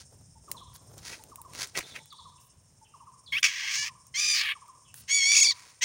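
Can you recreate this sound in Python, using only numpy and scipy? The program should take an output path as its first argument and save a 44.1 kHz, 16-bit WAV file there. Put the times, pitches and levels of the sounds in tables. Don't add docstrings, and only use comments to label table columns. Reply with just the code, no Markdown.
import sys
import numpy as np
from scipy import signal
from scipy.fft import rfft, irfft, next_fast_len
from scipy.io import wavfile
from scipy.ndimage import uniform_filter1d

SR = 44100
rng = np.random.default_rng(int(sys.argv[2]) if len(sys.argv) > 2 else 0)


def wav_out(sig):
    wavfile.write(sys.argv[1], SR, np.round(np.clip(np.atleast_2d(sig).T, -1, 1) * 32767).astype(np.int16))


N = 257544
TIME = np.arange(N) / SR


def amp(db):
    return 10 ** (np.asarray(db) / 20)


def unit(x):
    return x / np.sqrt(np.mean(x ** 2) + 1e-20)


def steady(x, size=700):
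    return x / np.sqrt(abs(uniform_filter1d(x ** 2, size)) + 1e-12)


def at_frequency(points, hz):
    f, value = np.transpose(points)
    return np.interp(np.log(hz + 1), np.log(f + 1), value)


def curves(rows, t=TIME):
    times, *columns = np.transpose(rows)
    return [np.interp(t, times, column) for column in columns]


def colour(x, points):
    size = next_fast_len(len(x) + 2048)
    gain = amp(at_frequency(points, np.fft.rfftfreq(size, 1 / SR)))
    return irfft(rfft(x, size) * gain, size)[:len(x)]


def band(x, hz, kind, order=4):
    return signal.sosfilt(signal.butter(order, hz, kind, fs=SR, output="sos"), x)


def wander(count, hz):
    return unit(band(rng.standard_normal(count + 4000), hz, "low", order=2)[-count:])


def resonate(x, hz, width):
    turn = np.exp(2j * np.pi * np.cumsum(hz * np.ones(len(x))) / SR)
    pole = np.exp(-np.pi * width / SR)
    return 2 * (turn * signal.lfilter([1 - pole], [1, -pole], x / turn)).real


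def add(mix, start, sound):
    part = mix[max(round(start * SR), 0):][:len(sound)]
    part += sound[:len(part)]


def arch(u, start, middle, end):
    return np.polyval(np.polyfit([0, .5, 1], [start, middle, end], 2), u)


def stroke(t, peak, rise, fall, db, drop_db=21.5, roundness=1.35):
    away = np.where(t < peak, (peak - t) / rise, (t - peak) / fall)
    return amp(db - drop_db * np.minimum(away, 10) ** roundness)


def swelling(floor_db, rows):
    return np.sqrt(amp(floor_db) ** 2 + sum(stroke(TIME, *row) ** 2 for row in rows))


# frequency in Hz, reverberation time (t60) in seconds.
FOREST_DECAY = [(200, .5), (1000, .9), (3500, .7), (8000, .35), (16000, .2)]

def forest(x):
    taps = rng.standard_normal(SR) * (rng.random(SR) < 2000 / SR) * (TIME[:SR] > .012)
    hz, t, spectra = signal.stft(taps, SR, nperseg=256)
    decay = amp(-60 * t / at_frequency(FOREST_DECAY, hz)[:, None])
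    tail = signal.istft(spectra * decay, SR, nperseg=256)[1]
    return signal.fftconvolve(x, tail / np.linalg.norm(tail))[:N]


def foliage(x, t60=.07):
    t = TIME[:8000]
    taps = rng.standard_normal(len(t)) * amp(-60 * t / t60)
    return signal.fftconvolve(x, taps / np.linalg.norm(taps))[:N]


# delay in seconds, amplitude ratio.
NEAR_REFLECTIONS = [(.0009, 0.027), (.0017, -0.095), (.0031, 0.23), (.0052, .16), (.0083, -0.075)]

def bounce(x):
    out = x.copy()
    for delay, gain in NEAR_REFLECTIONS:
        add(out, delay, gain * x)
    return out


# frequency in Hz, gain in dB.
AIR_SPECTRUM = [(110, -50), (180, -13), (600, -12.5), (1200, -16.5), (4000, -22.5), (9000, -31.5),
                (10500, -23.5), (13500, -34.5), (15500, -22.5)]

def air(level_db=-72.5):
    return amp(level_db) * unit(colour(rng.standard_normal(N), AIR_SPECTRUM))


# frequency in Hz, gain in dB.
RUMBLE_SPECTRUM = [(12, -63), (24, -12.5), (81, 4.5), (135, 4.5), (221, -10), (260, -10), (340, -49.5),
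                   (570, -120)]
# peak time, rise and fall in seconds, level in dB.
RUMBLE_SWELLS = [(.95, .2, 0.45, -55.5), (3.37, 0.055, 0.024, -55), (3.949, 0.19, 0.6, -61),
                 (5, .25, 0.37, -60)]

def rumble(start_db=-58, ebb_db_per_s=2.18):
    heave = swelling(start_db - ebb_db_per_s * TIME, RUMBLE_SWELLS) * amp(2.2 * wander(N, 7.3))
    noise = unit(colour(rng.standard_normal(N), RUMBLE_SPECTRUM))
    return band(heave * noise, 38, "high", order=2)


# centre in Hz, width of each resonator in Hz, relative level in dB.
INSECT_BANDS = [(5570, 760, 5), (6400, 1360, 8.5), (7230, 900, 3), (8550, 300, -1), (8860, 870, 8.5)]
# time in seconds, level in dB.
CHORUS_LEVEL = [(0, -62), (1.3, -63), (2.2, -62.5), (2.6, -67), (3.2, -65), (4, -62.5), (4.8, -63),
                (5.84, -63)]

def insects(pulses_per_s=15, pulse_db=2.2):
    noise = rng.standard_normal(N)
    chorus = sum(amp(db) * unit(resonate(resonate(noise, hz, width), hz, width))
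                 for hz, width, db in INSECT_BANDS)
    pulse = np.sin(2 * np.pi * np.cumsum(pulses_per_s * (1 + .19 * wander(N, 9.5))) / SR)
    level_db = curves(CHORUS_LEVEL)[0] + pulse_db * pulse + 2 * wander(N, 23)
    return amp(level_db) * unit(band(chorus, [4800, 9800], "band", order=6))


def whistle(length, pitches, db, warble, attack_s=.007, release_s=.01):
    t = np.arange(0, length, 1 / SR)
    hz = arch(t / length, *pitches) * (1 + warble * wander(len(t), 400))
    ramp = np.minimum(t / attack_s, (length - t) / release_s)
    gate = np.sin(np.pi / 2 * np.minimum(ramp, 1)) ** 2
    return amp(db) * np.sin(2 * np.pi * np.cumsum(hz) / SR) * gate


# time in seconds, level in dB.
CALL_PHRASES = [(0.477, -49.5), (1.314, -49.5), (2.12, -51), (2.936, -50), (3.752, -50), (4.55, -49.5),
                (5.371, -49.5)]
# offset and length in seconds, start, middle and end pitch in Hz,
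# level in dB relative to the phrase.
CALL_NOTES = [(-.125, .032, 923, 895, 840, -5.5), (0, .034, 1322, 1067, 870, 3.5),
              (0.065, .037, 1193, 992, 921, 4), (0.132, .046, 1261, 1030, 1023, 3.5)]
# delay in seconds, gain in dB.
TRUNK_ECHOES = [(0.065, -13.5), (.108, -14.5), (.16, -22)]

def far_caller():
    direct = np.zeros(N)
    for start, phrase_db in CALL_PHRASES:
        for offset, length, *pitches, note_db in CALL_NOTES:
            sharp, loud = rng.standard_normal(2)
            tuned = np.multiply(pitches, 1 + .008 * sharp)
            level_db = phrase_db + note_db + .77 * loud
            add(direct, start + offset, whistle(length, tuned, level_db, warble=.008))
    heard = direct + amp(-12) * (foliage(direct) + forest(direct))
    for delay, db in TRUNK_ECHOES:
        add(heard, delay, amp(db) * foliage(direct))
    return heard


# start and length in seconds, start, middle and end pitch
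# in Hz, relative level in dB.
CANOPY_CHIPS = [(.564, 0.031, 4680, 3540, 3670, -47.5), (1.82, 0.044, 4610, 3596, 3700, -48.5),
                (1.895, .04, 4710, 3600, 3700, -48.5), (2.1, .04, 4780, 3610, 3680, -48.5),
                (2.179, 0.033, 4880, 3600, 3750, -49.5), (2.375, 0.017, 3200, 2790, 2700, -59),
                (2.844, 0.034, 3450, 2810, 2550, -59.5), (3.259, .042, 4830, 3560, 3650, -47.5),
                (4.847, 0.069, 3480, 2830, 2660, -60)]

def canopy_birds(gain_db=-2):
    direct = np.zeros(N)
    for start, length, *pitches, db in CANOPY_CHIPS:
        add(direct, start, whistle(length, pitches, db, warble=.045))
    return amp(gain_db) * (direct + amp(-1) * foliage(direct) + amp(-3) * forest(direct))


# peak time, rise and fall in seconds, level in dB.
BODY_BUMPS = [(0, .01, .08, -61.5), (.14, .08, 0.17, -63), (.55, 0.14, 0.14, -57.5), (.92, 0.24, 0.42, -60),
              (1.12, 0.17, 0.075, -54.5), (1.3, 0.37, 0.18, -60.5), (1.617, 0.24, 0.11, -54),
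              (1.783, 0.045, 0.033, -40), (1.84, 0.024, 0.091, -56), (1.97, 0.098, 0.07, -53),
              (3.35, 0.03, 0.036, -63.5), (4.23, .08, 0.19, -65.5), (5.302, 0.23, 0.18, -64.5),
              (5.489, 0.073, 0.043, -59)]
# frequency in Hz, gain in dB.
BUMP_SPECTRUM = [(100, -10), (190, -9), (400, -6), (700, -8.5), (1100, -16), (2000, -28.5)]
SHUFFLE_DB = -76.5

def feet():
    envelope = swelling(SHUFFLE_DB, BODY_BUMPS) * amp(3.2 * wander(N, 40))
    noise = unit(colour(rng.standard_normal(N), BUMP_SPECTRUM))
    return band(envelope * noise, 38, "high", order=2)


# frequency in Hz, gain in dB.
GRIT_SPECTRUM = [(150, -16), (400, -26.5), (800, -10.5), (1400, -2.5), (2300, -8.5), (4500, 1), (6500, 0.5),
                 (8000, -9.5), (9600, -5), (13300, -28), (15500, -12.5)]

def crumbs(per_s=140, relative_db=-13.5):
    clicks = rng.standard_normal(N) * (rng.random(N) < per_s / SR)
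    crackle = unit(colour(bounce(clicks), GRIT_SPECTRUM))
    return amp(relative_db) * swelling(SHUFFLE_DB, BODY_BUMPS) * crackle


# peak time, rise and fall in seconds,
# relative level in dB, weight of the hollow ring in dB.
SOIL_DRAGS = [(.005, 0.014, 0.041, -50, -38), (.76, 0.042, 0.024, -53, -47),
              (0.986, 0.013, 0.024, -52, -33), (1.07, 0.056, 0.14, -43.5, -13),
              (1.141, 0.048, 0.023, -45.5, -0.5), (1.55, 0.021, 0.035, -53, -10),
              (1.63, 0.088, 0.037, -34.5, -13), (1.676, 0.021, 0.077, -54.5, -25),
              (1.757, .01, 0.031, -47, 11), (1.78, 0.025, 0.024, -31, -6), (1.81, 0.013, 0.027, -44.5, 2.5),
              (1.89, 0.092, 0.085, -52.5, -9), (1.96, .02, 0.041, -48, 7), (4.982, .05, 0.14, -58, -21),
              (5.581, 0.093, 0.25, -55, -6.5), (5.69, 0.053, .06, -58, -10)]

def scrape(peak, rise, fall, level_db, ring_db, grains_per_s=4500, ring_hz=2200, width_hz=900):
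    t = np.arange(max(peak - 2 * rise, 0), peak + 2 * fall, 1 / SR)
    size = amp(2.8 * np.minimum(rng.exponential(1, len(t)), 4) + 2 * wander(len(t), 59))
    grains = bounce(size * rng.standard_normal(len(t)) * (rng.random(len(t)) < grains_per_s / SR))
    grit = steady(colour(grains, GRIT_SPECTRUM), size=1500)
    ring = steady(resonate(resonate(grains, ring_hz, width_hz * 2), ring_hz, width_hz), size=1500)
    sound = amp(2) * grit + amp(ring_db + 1) * ring
    gate = np.clip((t - t[0]) / .0016, 0, 1) * np.clip((t[-1] - t) / .0016, 0, 1)
    return t[0], stroke(t, peak, rise, fall, level_db) * sound * gate


# start in seconds, peak of the snap in dB, relative knock and fizz in dB.
BAMBOO_TICKS = [(0.489, -41, -22, -10), (0.5156, -13, -48, -13.5), (0.9803, -33, -28, -20),
                (1.2378, -27, -18.5, -36), (1.3578, -24.5, -8, 12), (1.4165, -20.5, -8, 19),
                (1.535, -31, -3.5, -27), (1.55, -28.5, -2, -20), (1.673, -30, -29, -20),
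                (1.7891, -16.5, -7, -22), (2.0576, -36, -30, -22), (2.1278, -40, -8, -20),
                (4.0682, -39, -40, -17.5), (4.6812, -40, -42.5, -10), (4.9421, -24, -12.5, -16)]
# frequency in Hz, gain in dB.
SNAP_SPECTRUM = [(1800, -10), (3000, -11), (4900, -6.5), (6800, 5), (9500, 3), (12000, -5.5), (13800, -13),
                 (15500, 4)]

def tick(start, peak_db, knock_db, fizz_db, snap_t60=.0094, rattle_t60=.09, rattle_db=-21):
    t = np.arange(4096) / SR
    decay = amp(-60 * t / snap_t60) + amp(rattle_db - 60 * t / rattle_t60)
    burst = rng.standard_normal(len(t)) * decay
    snap = colour(burst, SNAP_SPECTRUM)
    snap = unit(snap) + amp(fizz_db) * unit(band(snap, 9000, "high"))
    knock = unit(band(burst, [900, 4200], "band", order=2))
    return start, amp(peak_db) * (snap + amp(knock_db) * knock) / abs(snap).max()


# start and length in seconds, level in dB.
FEATHER_BRUSHES = [(0.735, 0.038, -52), (2.395, 0.093, -63), (3.312, 0.11, -51), (4.368, 0.173, -50.5),
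                   (4.946, 0.078, -50)]
# frequency in Hz, gain in dB.
FEATHER_SPECTRUM = [(5000, -28), (8000, -5.5), (9300, 1), (11000, -0.5), (13300, -8), (15000, -1)]

def brush(start, length, db):
    count = int(length * SR)
    friction = rng.standard_normal(count) * amp(1.9 * wander(count, 300))
    fizz = unit(colour(friction, FEATHER_SPECTRUM))
    return start, amp(db) * fizz * signal.windows.tukey(count, .3)


def pitch(age, length, start_hz, middle_hz, end_hz, scoop, waver, droop):
    rising = scoop * np.exp(-(age / .043) ** 2)
    wavering = waver * np.cos(2 * np.pi * 6.5 * age)
    sinking = droop * np.maximum(1 - (length - age) / .033, 0)
    return arch(age / length, start_hz, middle_hz, end_hz) * (1 - rising - wavering - sinking)


# start and end in seconds, roughness and period doubling, 0 to 1.
SYRINX_LOCKS = [(3.3, 3.385, .34, .05), (3.41, 3.49, .47, .1), (3.77, 3.845, .34, .75),
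                (4.12, 4.28, .33, .05), (4.265, 4.345, .21, .06), (5.1, 5.52, .11, 0), (5.83, 5.9, .3, .1)]

def regime(t, transition_s=.025):
    rough, doubling = .74, .42
    for begin, end, lock_rough, lock_doubling in SYRINX_LOCKS:
        locked = np.clip(.5 + np.minimum(t - begin, end - t) / transition_s, 0, 1)
        rough = rough + locked * (lock_rough - rough)
        doubling = doubling + locked * (lock_doubling - doubling)
    return rough, doubling


# frequency in Hz, gain in dB.
BREATH_SPECTRUM = [(1500, -42.5), (3000, -12.5), (5000, -1), (6200, -1), (7500, 4), (11000, 2.5),
                   (15000, -17.5)]

def syrinx(hz, rough, doubling, flutter, odd_db=-6, tilt_db=1.5, rasp_db=-6.5, hiss_db=-11):
    count = len(hz)
    jitter = .068 * wander(count, 406)
    swerve = .09 * rough ** 2 * wander(count, 42.2)
    cycles = np.cumsum(hz * (1 + rough * (jitter + .045 * flutter + swerve))) / SR
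    harmonics = np.zeros(count)
    for k in range(1, 9):
        weight = amp(odd_db * (k % 2) + tilt_db * k) * (1.8 * rough if k == 1 else 1)
        tremble = np.exp(.23 * wander(count, 110))
        harmonics += weight * tremble * np.cos(2 * np.pi * (k * cycles + rng.random()))
    subharmonics = sum(amp(tilt_db * k / 2) * np.cos(np.pi * k * cycles + 2 * np.pi * rng.random())
                       for k in range(3, 17, 2))
    tone = (1 - .5 * rough) * unit(harmonics + amp(1) * doubling * subharmonics)
    puffs = unit((1 + .5 * np.cos(2 * np.pi * cycles)) * rng.standard_normal(count))
    return tone + rough * amp(rasp_db) * puffs + amp(hiss_db) * unit(colour(puffs, BREATH_SPECTRUM))


# start, length, attack and release in seconds; start, middle and end
# effort and opening burst in dB; start, middle and end pitch in Hz; scoop, waver and droop as shares.
HELD_SQUAWKS = [ (3.321, 0.088, 0.0047, 0.041, -30, -26.5, -28.5, 0.5, 1134, 1210, 1930, 0.0096, 0, 0),
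                (3.427, 0.48, 0.012, 0.036, -43, -34, -38.5, 25, 1129, 1082, 1230, 0.00063, 0.00048, 0),
                (4.139, 0.41, 0.013, 0.041, -33, -31.5, -28, 1, 1237, 1187, 1084, .165, 0, 0),
                (5.077, 0.463, 0.038, 0.045, -32, -26, -36.5, 1.5, 1115, 1117, 1122, 0.0096, 0.0207, .3),
                (5.809, 0.044, 0.0093, 0.0029, -34, -25.5, -22, -1.5, 945, 1050, 1300, 0.0013, 0, 0.0073), ]
# time in seconds, pitch rise as a share, level change in dB,
# half width in seconds.
STRUGGLE_JOLTS = [(3.4316, 0.0076, 8, 0.0028), (3.4362, 0.006, -20, .0023), (3.4431, .12, 1.5, .0025),
                  (3.453, .18, 3.5, 0.0025), (3.463, .16, 2.5, .0033), (3.483, 0.27, 4, 0.0016),
                  (4.412, -0.057, 2, 0.00572), (4.446, .19, -5.5, .0045), (5.3213, 0.07, 5, 0.0031),
                  (5.338, 0.063, 2.5, 0.003), (5.3526, 0.22, 3.5, 0.0034), (5.37, 0.13, 6, 0.0031),
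                  (5.383, 0.26, 2, 0.0035), (5.403, 0.2, -1, 0.0051), (5.429, -0.019, 3.5, 0.0065),
                  (5.44, 0.2, -1.5, 0.005), (5.46, 0.03, 1, 0.0049), (5.468, -0.071, 0, 0.0034),
                  (5.48, .03, -1, 0.0096), (5.503, 0.056, 0, 0.0036)]
# time in seconds,
# treble in dB over the throat tone, beak resonance in Hz.
BEAK_CURVES = [
    [(3.322, -16.5, 5200), (3.372, -21.5, 5300), (3.39, -8, 5400)],
    [(3.43, -2.5, 5830), (3.6, -4, 5400), (3.69, -5, 5500), (3.76, 5, 5700), (3.9, -2, 5680)],
    [(4.148, -4, 5300), (4.18, 4.5, 5750), (4.33, 6.5, 5620), (4.398, 2.5, 4530), (4.44, -9, 3870),
     (4.54, -30, 3500)],
    [(5.1, 0.5, 6060), (5.146, 6, 6600), (5.204, 0, 5880), (5.34, 4, 5730), (5.41, 11, 6600),
     (5.435, 10.5, 6500), (5.455, 10, 5230), (5.53, 13, 4000)],
    [(5.813, -5, 6220), (5.825, 2.5, 5900)],
]
# frequency in Hz, gain in dB.
THROAT_RESPONSE = [(700, -41), (1170, -15.5), (1400, -22.5), (1720, -3), (2250, -6.5), (2800, -4.5),
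                   (3350, 2.5), (3900, -0.5), (4700, -2.5), (6700, -5.5), (7400, -12.5), (9000, -15.5),
                   (13500, -18), (15000, -2)]

def squawk(row, beak_curve, beak_db=17, beak_width_hz=1100, flutter_hz=85):
    start, length, attack, release, start_db, middle_db, end_db, burst_db, *tune = row
    age = np.arange(0, length, 1 / SR)
    t = start + age
    effort_db = arch(age / length, start_db, middle_db, end_db) + burst_db * np.exp(-(age / .05) ** 2)
    hz = pitch(age, length, *tune)
    rough, doubling = regime(t)
    for when, rise, db, width in STRUGGLE_JOLTS:
        jolt = np.exp(-((t - when) / width) ** 2)
        hz *= 1 + rise * jolt
        effort_db += db * jolt
        rough += abs(rise) * jolt
    rough = np.clip(rough, 0, 1)
    flutter = np.sin(2 * np.pi * np.cumsum(flutter_hz * (1 + .54 * wander(len(t), 40))) / SR)
    throat = bounce(colour(syrinx(hz, rough, doubling, flutter), THROAT_RESPONSE))
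    treble_db, beak_hz = curves(beak_curve, t)
    beak = throat + amp(beak_db) * resonate(throat, beak_hz, beak_width_hz)
    throat_tone = steady(band(throat, 2888, "low", order=8))
    treble = amp(treble_db) * steady(band(beak, 3360, "high", order=8))
    envelope = amp(effort_db + .88 * wander(len(t), 51)) * (1 + .29 * rough * flutter)
    onset = np.minimum(age / attack, 1)
    ending = np.sin(np.pi / 2 * np.minimum((length - age) / release, 1)) ** 2
    return start, envelope * (throat_tone + treble) * onset * ending


def scene(echo_db=-35.5):
    near = np.zeros(N)
    for row, beak_curve in zip(HELD_SQUAWKS, BEAK_CURVES):
        add(near, *squawk(row, beak_curve))
    for source, rows in (scrape, SOIL_DRAGS), (tick, BAMBOO_TICKS), (brush, FEATHER_BRUSHES):
        for row in rows:
            add(near, *source(*row))
    echo = amp(echo_db) * forest(near)
    background = crumbs() + far_caller() + canopy_birds() + insects() + air() + rumble() + feet()
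    return (near + echo + background)[None]


def record(dry, cutoff_hz=15880):
    lowpass = signal.firwin(401, cutoff_hz, window=("kaiser", 8), fs=SR)
    return signal.oaconvolve(dry, lowpass[None], "same")


dry = scene()
out = record(dry)
wav_out(out)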